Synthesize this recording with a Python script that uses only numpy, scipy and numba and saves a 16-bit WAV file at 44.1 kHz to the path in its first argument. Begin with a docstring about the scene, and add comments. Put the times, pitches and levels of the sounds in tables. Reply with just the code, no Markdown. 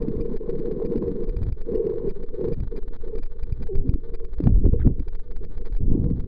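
"""Just under the sea surface, a small camera in a sealed housing is swum along.
Water sloshes (a wandering slow swing), buffets (low noise), gurgles (bubble swarms) and surges
(pressure bumps) against the case; the air inside rings near 430 Hz (band-passed bubble knocks).
The loud pressure swings keep the stepped gain control of the recorder busy, so that its steps
buzz and tick faintly in the treble."""
import sys
import numpy as np
from scipy import signal
from scipy.io import wavfile
from scipy.ndimage import uniform_filter1d
from numba import njit

SR = 44100
rng = np.random.default_rng(int(sys.argv[2]) if len(sys.argv) > 2 else 0)


def persist_wave(psi):
    """Save psi, clipped to +-1, as 16-bit WAV."""
    counts = np.round(np.clip(psi, -1, 1) * 32767).astype(np.int16)
    wavfile.write(sys.argv[1], SR, np.atleast_2d(counts).T)


N = 276504
T = np.arange(N) / SR
# Levels in the scene's tables apply before the overall water level and the recorder's gain;
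# only slosh, buffeting, gurgle, surges and glug notes then pass the case wall.


def undb(db):
    """Amplitude factor of a level in dB."""
    return 10 ** (np.asarray(db) / 20)


def unit(x):
    """Scale to an RMS of 1."""
    return x / np.sqrt(np.mean(x ** 2))


def band(x, lo_hz, hi_hz, order=2):
    """Keep the band between two frequencies."""
    return signal.sosfilt(signal.butter(order, [lo_hz, hi_hz], "band", fs=SR, output="sos"), x)


def noise():
    """White noise with a spread of 1."""
    return rng.standard_normal(N)


def walk(rate):
    """Random levels held 1 / rate s and slewed twice; spread 1."""
    hold = int(SR / rate)
    levels = np.repeat(rng.standard_normal(N // hold + 1), hold)
    slewed = uniform_filter1d(uniform_filter1d(levels, hold), hold)
    return unit(slewed[:N])


@njit
def rings(start, hz, t60, glide, attack, size, count):
    """Swelling, then decaying sines whose pitch slides by the factor glide over their life."""
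    out = np.zeros(count)
    for k in range(len(start)):
        life, phase = int(t60[k] * SR), 0.
        for i in range(min(life, count - start[k])):
            phase += 2 * np.pi * hz[k] * glide[k] ** (i / life) / SR
            swell = min(i / (attack[k] * SR), 1.)
            out[start[k] + i] += size[k] * swell * np.sin(phase) * 1000. ** (-i / life)
    return out


def single_rings(s, db, hz, t60, glide, attack):
    """Single rings at given moments; t60, glide and attack may be shared by all."""
    one = np.ones(len(s))
    start = (s * SR).astype(np.int64)
    return rings(start, hz, t60 * one, glide * one, attack * one, undb(db), N)


def bubbles(rate, lo_hz, hi_hz, cycles, spread_db):
    """A random swarm of bubble notes rising in pitch, a few much louder than the rest."""
    when, pitch, loud = rng.random((int(rate * N / SR), 3)).T
    start = (when * N).astype(np.int64)
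    hz = lo_hz * (hi_hz / lo_hz) ** pitch
    size = undb(-spread_db * np.log(1 - loud))
    glide = np.full(len(hz), 1.25)
    return unit(rings(start, hz, cycles / hz, glide, .5 / hz, size, N))


def bursts(table, attack_s, release_s):
    """Power of each level column over time: every row swells, holds and dies away."""
    power = 0
    for start, length, *db in table:
        before = (start - T) / attack_s
        after = (T - start - length) / release_s
        below_db = 20 * np.maximum(np.maximum(before, after), 0)
        power = power + undb(2 * (np.array(db)[:, None] - below_db))
    return power


def with_calm(power, calm_db):
    """Amplitude of bursts over the steady level that remains between them."""
    return np.sqrt(power + undb(2 * calm_db))


ROCK_HZ, ROCK_WANDER = 14, .3  # middle rate of the rocking, and its wander on a log scale


def rocking():
    """A slow swing whose rate and size wander."""
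    turns = np.cumsum(ROCK_HZ * np.exp(ROCK_WANDER * walk(14))) / SR
    return unit(undb(2.5 * walk(10)) * np.sin(2 * np.pi * turns))


# rocking of the case in the swell, before it is lowered around surges: (t/s, level/dB)
SLOSH_LEVEL = [(0, -31.5), (.6, -32), (.85, -36), (1.15, -32.5), (1.4, -30), (2.1, -30.5), (3.0, -31.5),
               (3.55, -30.5), (3.72, -29), (3.9, -29.5), (4.1, -27), (4.35, -30), (4.6, -20.5),
               (4.9, -23.5), (5.1, -30), (5.65, -26.5), (5.85, -26), (6.1, -25.5), (6.2, -35), (6.27, -48)]
RUMBLE_DB = -9  # eddies that go with the rocking, below its level
SURGE_DUCK = .7  # share by which the random rocking is lowered around each surge


def slosh(surge_nearness):
    """The case rocks in the swell among low eddies, both lowered around each surge."""
    rumble = undb(RUMBLE_DB) * unit(band(noise(), 13, 48))
    level = undb(np.interp(T, *np.transpose(SLOSH_LEVEL)))
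    return (1 - SURGE_DUCK * surge_nearness) * level * (rocking() + rumble)


# resonances of the trapped air: (f/Hz, width/Hz, relative level/dB)
AIR_RESONANCES = [(386.8, 90, -2.5), (454.3, 57, 2.5), (726, 400, -30), (957, 250, -24.5),
                  (1500, 1100, -39)]


def cavity():
    """Small bubbles and fizz on the walls ring the trapped air; nothing much passes above it."""
    knocks = bubbles(260, 300, 900, 2.6, 2.1) + noise()
    air = 0
    for hz, width, db in AIR_RESONANCES:
        air = air + undb(db) * band(knocks, hz - width / 2, hz + width / 2, order=3)
    return undb(1.6 * walk(25)) * unit(air)


# short ringing accents, a few of them clear pops: (t/s, level/dB, starting f/Hz)
RING_ACCENTS = [(0.049, -28, 460), (0.113, -47, 450), (0.321, -32, 447), (0.412, -47, 453),
                (0.455, -41, 464), (0.627, -42, 355), (0.707, -40, 376), (0.799, -23.5, 392),
                (0.819, -23, 445), (1.007, -39, 350), (1.041, -32, 446), (1.283, -36, 439),
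                (1.73, -37, 426), (1.825, -28, 434), (1.876, -20, 414), (1.944, -40.5, 427),
                (2.045, -33, 454), (2.288, -40, 450), (2.405, -41.5, 474), (2.462, -36, 436),
                (2.486, -27, 458), (2.88, -40, 345), (3.071, -43, 380), (5.651, -40, 450),
                (6.061, -37, 405)]


def ring_accents():
    """Very short decaying sines that fall in pitch."""
    return single_rings(*np.transpose(RING_ACCENTS), t60=.012, glide=.72, attack=.00083)


# short bright chirps and ticks; the one at 6.043 s is a gain-step tick: (t/s, level/dB, starting f/Hz)
BRIGHT_CHIRPS = [(4.791, -49.5, 1720), (4.559, -40, 750), (4.797, -38, 778), (4.799, -43.5, 1290),
                 (4.8, -55, 3630), (4.8025, -45, 2110), (4.807, -42.5, 1650), (4.812, -46, 1580),
                 (4.817, -54.5, 3230), (4.825, -54, 2460), (4.816, -35.5, 1540), (4.825, -42.5, 1860),
                 (4.832, -51, 1324), (4.84, -48.5, 1325), (4.8484, -52.5, 1284), (4.862, -48, 1500),
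                 (4.875, -53, 1900), (6.043, -50, 1900)]


def chirps():
    """Brief decaying sines that rise a little in pitch."""
    return single_rings(*np.transpose(BRIGHT_CHIRPS), t60=.015, glide=1.1, attack=.00058)


def buffeting():
    """Turbulent water on the case: low noise of flickering size."""
    return undb(3.5 * walk(18)) * unit(band(noise(), 25, 125))


# turbulent water buffeting the case: (t/s, length/s, buffeting level/dB, gurgle level/dB)
BUFFET_BURSTS = [(.1, 0.14, -41, -35.5), (1.04, 0.043, -32, -56), (1.34, 0.15, -32, -48.5),
                 (1.7, 0.31, -43, -62), (2.45, 0.058, -39.5, -54.5), (2.58, 0.056, -29, -54),
                 (2.85, 0.043, -64, -53), (3.46, 0.17, -36.5, -69), (3.73, 0.064, -30, -54.5),
                 (3.84, 0.1, -39.5, -35.5), (4.43, 0.084, -24, -31), (4.53, 0.061, -29, -29),
                 (4.64, 0.029, -23.5, -24), (4.79, 0.12, -26, -48.5), (4.98, 0.043, -28, -41),
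                 (5.4, 0.058, -40.5, -62), (5.81, 0.19, -31.5, -40), (5.92, 0.27, -26, -33.5)]


def buffet_powers():
    """Powers of the buffeting and of the gurgle that goes with it; attack and release span 20 dB."""
    return bursts(BUFFET_BURSTS, attack_s=.037, release_s=.071)


# streams of small bubbles over the case: (t/s, length/s, cavity ring level/dB, gurgle level/dB)
BUBBLE_STREAMS = [(0.0, 0.35, -32, -35.5), (.41, 0.25, -32.5, -37.5), (.68, 0.3, -30, -32),
                  (1.02, 0.093, -27, -29.5), (1.16, 0.12, -34, -35), (1.27, 0.15, -39, -47),
                  (1.46, 0.016, -43.5, -51), (1.57, 0.052, -45, -51), (1.66, 0.036, -36.5, -40),
                  (1.73, 0.18, -26, -34), (1.88, 0.23, -28.5, -38), (2.17, 0.072, -36, -45.5),
                  (2.29, 0.059, -39.5, -46), (2.38, 0.024, -33, -43.5), (2.42, 0.099, -28, -37),
                  (2.73, 0.058, -34.5, -43.5), (2.84, 0.12, -43.5, -48.5), (3.05, 0.13, -37, -51),
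                  (3.3, 0.072, -46, -70), (3.77, 0.013, -43, -48), (3.86, 0.093, -51.5, -40),
                  (4.04, 0.11, -42.5, -54), (4.2, 0.049, -47.5, -63), (4.45, 0.045, -40, -23.5),
                  (4.655, 0.0077, -39, -26.5), (4.74, 0.0099, -34, -32), (4.862, .02, -35.5, -20.5),
                  (5.14, 0.073, -55, -64), (5.3, 0.038, -48, -52), (5.43, 0.036, -45, -67),
                  (5.6, 0.072, -45.5, -46.5), (5.84, 0.054, -56, -35.5), (5.91, 0.06, -36.5, -20.5),
                  (6.02, 0.094, -39.5, -27), (6.17, 0.081, -50, -41.5)]


def stream_powers():
    """Powers of the cavity ring and gurgle of the streams; attack and release span 20 dB."""
    return bursts(BUBBLE_STREAMS, attack_s=.038, release_s=.041)


def gurgle():
    """A swarm of bubble notes mixed with noise, flickering in size."""
    water = bubbles(120, 140, 380, 3.8, 2.5) + .79 * noise()
    return undb(2.2 * walk(12)) * unit(band(water, 125, 370))


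# big bubbles breaking beside the case: (t/s, level/dB, starting f/Hz, t60/s, glide factor, attack/s)
BIG_BUBBLES = [(1.675, -26, 413, 0.059, 0.86, 0.0033), (3.126, -28, 432, 0.17, 1.03, 0.0059),
               (3.685, -18, 477, 0.12, 0.45, 0.015), (3.705, -24.5, 373.6, 0.37, 1.44, .016),
               (3.81, -29.5, 409, 0.18, 1.12, .012), (3.903, -22.5, 298, 0.086, 0.56, 0.0063),
               (4.401, -11.5, 319.5, 0.035, 0.64, 0.0022), (4.471, -9, 246, 0.088, 1.02, 0.0032),
               (4.736, -11.5, 451, 0.057, 1.2, 0.0053), (4.863, -9, 252.3, 0.097, 1, 0.0035),
               (5.002, -17.5, 249, 0.037, 1.4, 0.0026), (6.04, -17.5, 269, 0.045, 0.49, 0.0037),
               (6.127, -30, 255, 0.065, 0.35, 0.0017)]
GLUG_OVERTONE_DB = -27.5  # octave above, below the level of its note


def glugs():
    """Big bubbles, and apart from them the faint octave of each, which dies first."""
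    s, db, hz, t60, glide, attack = np.transpose(BIG_BUBBLES)
    notes = single_rings(s, db, hz, t60, glide, attack)
    octaves = single_rings(s, db + GLUG_OVERTONE_DB, 2 * hz, .5 * t60, glide ** .5, attack)
    return notes, octaves


# pressure surges on the case: (t/s of the peak, push 1 or pull -1, level/dB, half fall/ms)
PRESSURE_SURGES = [(0.023, -1, -20, 7.6), (0.118, 1, -24, 23), (0.168, -1, -21.5, 2.6),
                   (0.211, 1, -18.5, 9.9), (0.26, -1, -20, 12.4), (0.294, 1, -22, 12),
                   (0.33, -1, -22.5, 18.3), (0.368, 1, -17.5, 20), (0.429, -1, -26.5, 9.8),
                   (0.463, 1, -26.5, 9.8), (0.5, -1, -21.5, 23), (0.554, 1, -22.5, 11),
                   (0.585, -1, -21.5, 19), (0.624, 1, -24, 21), (0.715, 1, -23.5, 11),
                   (0.859, 1, -20, 20.6), (.66, -1, -22, 15), (0.979, -1, -16.5, 7.3), (1.115, -1, -23, 19),
                   (1.154, 1, -23, 20), (1.206, -1, -23.5, 11.5), (1.24, 1, -21, 25), (1.276, -1, -21, 8),
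                   (1.294, 1, -16.5, 8.2), (1.309, -1, -21, 5), (1.326, 1, -23.5, 5.5),
                   (1.368, 1, -13, 3.3), (1.388, 1, -18.5, 3.7), (1.432, -1, -15.5, 7.5),
                   (1.464, -1, -21, 8), (1.492, 1, -19.5, 6.8), (1.526, -1, -11, 3.2),
                   (1.577, 1, -21.5, 21.3), (1.612, -1, -17, 21.5), (1.656, 1, -24, 12), (1.75, 1, -23, 10),
                   (1.778, -1, -14.5, 10.4), (1.81, 1, -25, 14), (1.941, -1, -26, 14), (1.982, 1, -23, 18),
                   (2.063, -1, -24.5, 7.6), (2.098, 1, -15, 20.5), (2.157, -1, -19, 18.7),
                   (2.2, 1, -23, 10.4), (2.232, -1, -18, 20.5), (2.291, 1, -19.5, 20),
                   (2.346, -1, -21.5, 26), (2.534, 1, -15.5, 14), (2.585, -1, -20.5, 5.8),
                   (2.604, -1, -14, 2.7), (2.635, -1, -19.5, 9.9), (2.676, 1, -17.5, 6.3),
                   (2.716, 1, -20, 11.3), (2.77, 1, -17, 36.7), (2.828, -1, -15, 16.8),
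                   (2.883, -1, -17, 10.4), (2.941, 1, -17, 42), (3.013, -1, -18.5, 16.4),
                   (3.043, 1, -20, 16), (3.079, -1, -20.5, 16.4), (3.156, 1, -20, 10.5),
                   (3.186, -1, -17.5, 16.6), (3.237, 1, -16.5, 7.7), (3.228, 1, -20.5, 7.2),
                   (3.262, -1, -15, 23), (3.315, 1, -18.5, 14), (3.391, 1, -21, 12), (3.433, -1, -16, 6.9),
                   (3.496, 1, -20, 10.6), (3.526, -1, -13, 2.25), (3.627, 1, -16, 25),
                   (3.669, -1, -15.5, 24.5), (3.757, 1, -9.5, 2.9), (3.767, 1, -12.5, 8.7),
                   (3.788, -1, -7, 13), (3.821, 1, -24.5, 20), (3.894, 1, -6.5, 1.8),
                   (3.942, -1, -8.5, 4.6), (3.984, 1, -20, 18), (4.039, 1, -20, 13.4),
                   (4.145, -1, -17, 25.5), (4.201, 1, -20, 19.3), (4.251, -1, -16.5, 19),
                   (4.302, 1, -30, 6.1), (4.334, -1, -19.5, 16.5), (4.386, 1, -18, 4.9),
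                   (4.44, 1, -14.5, 0.98), (4.463, 1, -9, 1.14), (4.471, 1, -2.5, 0.62),
                   (4.475, -1, -9.5, 0.92), (4.493, -1, -11, 1.4), (4.506, 1, -6.5, 1.76),
                   (4.526, 1, -7, 2.5), (4.536, 1, -11.5, 1.3), (4.548, -1, -9, 5.8), (4.558, 1, -5.5, 4.2),
                   (4.573, -1, -11, 3.7), (4.581, 1, -12.5, 2.8), (4.591, -1, -11.5, 18.4),
                   (4.64, 1, -11, 8.3), (4.655, -1, -2.5, 2.16), (4.664, 1, -9, 0.96), (4.673, 1, -10, 2.6),
                   (4.69, -1, -8, 4.5), (4.727, 1, -12.5, 4.9), (4.734, -1, -5, 1.38),
                   (4.763, -1, -11, 3.5), (4.808, 1, -16, 4.6), (4.83, -1, -14.5, 2.5),
                   (4.848, -1, -12.5, 4), (4.86, 1, -8, 4), (4.876, -1, -4, 1.14), (4.916, 1, -19, 7.4),
                   (4.947, 1, -17, 14), (5, -1, -11.5, 4.8), (5.026, 1, -18, 6.8), (5.084, 1, -14.5, 12.8),
                   (5.129, -1, -19.5, 10.5), (5.153, 1, -15.5, 18), (5.198, -1, -15.5, 21),
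                   (5.313, 1, -18.5, 25.2), (5.365, -1, -17, 17), (5.395, -1, -20.5, 6),
                   (5.439, 1, -17, 32.6), (5.517, -1, -21, 23), (5.576, 1, -20, 10.8),
                   (5.614, -1, -19, 9.4), (5.659, 1, -17, 43.5), (5.708, -1, -21.5, 9),
                   (5.725, 1, -18, 3.3), (5.737, -1, -16.5, 5.5), (5.752, 1, -16.5, 8.2),
                   (5.77, -1, -12.5, 21), (5.826, 1, -14, 10.4), (5.869, -1, -13.5, 5.2),
                   (5.888, 1, -8.5, 15.6), (5.921, -1, -9.5, 2.2), (5.931, -1, -12, 8.7),
                   (5.962, 1, -18.5, 8), (5.993, -1, -18.5, 8), (6.043, 1, -8.5, 0.7),
                   (6.064, 1, -11.5, 1.28), (6.086, -1, -14.5, 1.7), (6.135, 1, -13, 2),
                   (6.204, -1, -17, 12.3), (6.242, 1, -17, 1.5)]
RISE_MS, RISE_POWER = 1.5, .52  # half rise = RISE_MS * (half fall in ms) ** RISE_POWER


def surges():
    """Smooth bumps of pressure (slow ones rise faster than they fall), and the nearness of a surge, 0 to 1."""
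    out, nearness = np.zeros(N), np.zeros(N)
    for s, way, db, fall_ms in PRESSURE_SURGES:
        near = slice(max(int((s - .1) * SR), 0), int((s + .15) * SR))
        ms = (T[near] - s) * 1000
        half_ms = np.where(ms < 0, RISE_MS * fall_ms ** RISE_POWER, fall_ms)
        out[near] += np.sign(way) * undb(db) * .5 ** ((ms / half_ms) ** 2)
        # the nearness is wider than the bump on both sides
        nearness[near] = np.maximum(nearness[near], .5 ** ((ms / (half_ms + 15)) ** 2))
    return out, nearness


def case_wall(flow):
    """The wall passes little of the flow above 565 Hz."""
    return signal.sosfilt(signal.butter(3, 565, fs=SR, output="sos"), flow)


# overall level of the water sounds, lower in the calmer stretches: (t/s, level/dB)
WATER_LEVEL = [(0, -3), (1.3, -3), (2.6, -3), (3.6, -3), (3.67, 0), (3.96, 0), (4.05, -2), (4.4, -2),
               (4.46, 0), (4.97, 0), (5.05, -2), (5.74, -2), (5.78, 0), (6.17, 0), (6.2, -2)]


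def water_level():
    """Overall level of the water sounds over time, as an amplitude factor."""
    return undb(np.interp(T, *np.transpose(WATER_LEVEL)))


CALM_RING_DB, CALM_BUFFET_DB, CALM_GURGLE_DB = -53, -54, -55.5  # between streams and buffets
SPRAY_DB = -39  # thin upper edge of the gurgle, below its level


def scene():
    """Flow through the case wall, then the brighter rings and spray, all under one water level."""
    ring_power, stream_gurgle = stream_powers()
    buffet_power, buffet_gurgle = buffet_powers()
    gurgle_level = with_calm(stream_gurgle + buffet_gurgle, CALM_GURGLE_DB)
    blows, surge_nearness = surges()
    notes, octaves = glugs()

    flow = slosh(surge_nearness)
    flow = flow + with_calm(buffet_power, CALM_BUFFET_DB) * buffeting()
    flow = flow + gurgle_level * gurgle()
    flow = case_wall(flow + blows + notes)
    spray = gurgle_level * undb(SPRAY_DB) * unit(band(noise(), 560, 1100, order=4))
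    ring = with_calm(ring_power, CALM_RING_DB) * cavity()
    return (water_level() * (flow + spray + octaves + ring + chirps() + ring_accents()))[None]


HIGH_DB, LOW_DB, RANGE_DB = -16, -21.5, 13.5  # step down above, step up below, most gain
METER_WOBBLE_DB = 1.5  # the threshold for the down steps is unsteady, which scatters them
RISE_S, FALL_S = .012, .03  # sluggish meter for the up steps
QUICK_FALL_S = .016  # peak meter for the down steps
DOWN_HZ, UP_HZ = 2400, 300  # how often a step down or up may be taken
STEP_DB, KICK_DB, KICK_S = .16, .4882, 1 / 2700  # a gain step; its overshoot and length before shaping
UP_SHARE = .9  # a step up overshoots less than a step down


@njit
def gain_steps(x, high, low, rise, fall, quick_fall, step, most, down, up):
    """Gain in dB: meters on the output step it down fast on peaks and up slowly when quiet."""
    out, db, mean, quick, wait_down, wait_up = np.empty(len(x)), most / 2, 0., 0., 0., 0.
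    for i in range(len(x)):
        now = abs(x[i]) * 10 ** (db / 20)
        mean = now + (mean - now) * (rise if now > mean else fall)
        quick = max(now, quick * quick_fall)
        wait_down += 1
        wait_up += 1
        if wait_down >= down:
            wait_down -= down
            if quick > high[i]:
                db = max(db - step, 0.)
        if wait_up >= up:
            wait_up -= up
            if mean < low:
                db = min(db + step, most)
        out[i] = db
    return out


def step_overshoot(db):
    """Brief kick in dB after each gain step, heard as buzz and ticks."""
    kick = KICK_DB / STEP_DB * (db - np.interp(T - KICK_S, T, db))
    kick = np.where(kick > 0, UP_SHARE, 1) * kick
    kick = np.convolve(kick, [.34, .29, .17, .14, .076])[:N]  # edges spread over five samples
    return signal.lfilter(*signal.iirnotch(7200, 3, SR), kick)  # little of it near 7 kHz


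def record(dry):
    """Stepped gain whose steps overshoot briefly, coupling high-pass, faint hiss, clipping, cut top."""
    high = undb(HIGH_DB + METER_WOBBLE_DB * walk(2000))
    keeps = np.exp(-1 / (np.array([RISE_S, FALL_S, QUICK_FALL_S]) * SR))
    db = gain_steps(dry[0], high, undb(LOW_DB), *keeps, STEP_DB, RANGE_DB, SR / DOWN_HZ, SR / UP_HZ)
    lag = int(KICK_S * SR)
    ramped_db = uniform_filter1d(db, size=lag, origin=(lag - 1) // 2)  # each step ramps in after its start
    gain = undb(ramped_db + step_overshoot(db))

    x = signal.sosfilt(signal.butter(1, 4.2, "high", fs=SR, output="sos"), dry[0] * gain)
    x = x + undb(-86.5) * unit(band(noise(), 500, 4700, order=4))  # faint hiss of the recorder
    ceiling = .5
    x = x / (1 + (x / ceiling) ** 40) ** (1 / 40)  # clips with a slightly rounded knee
    return signal.sosfilt(signal.ellip(8, .2, 70, 15800, fs=SR, output="sos"), x)[None]


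dry = scene()
out = record(dry)
persist_wave(out)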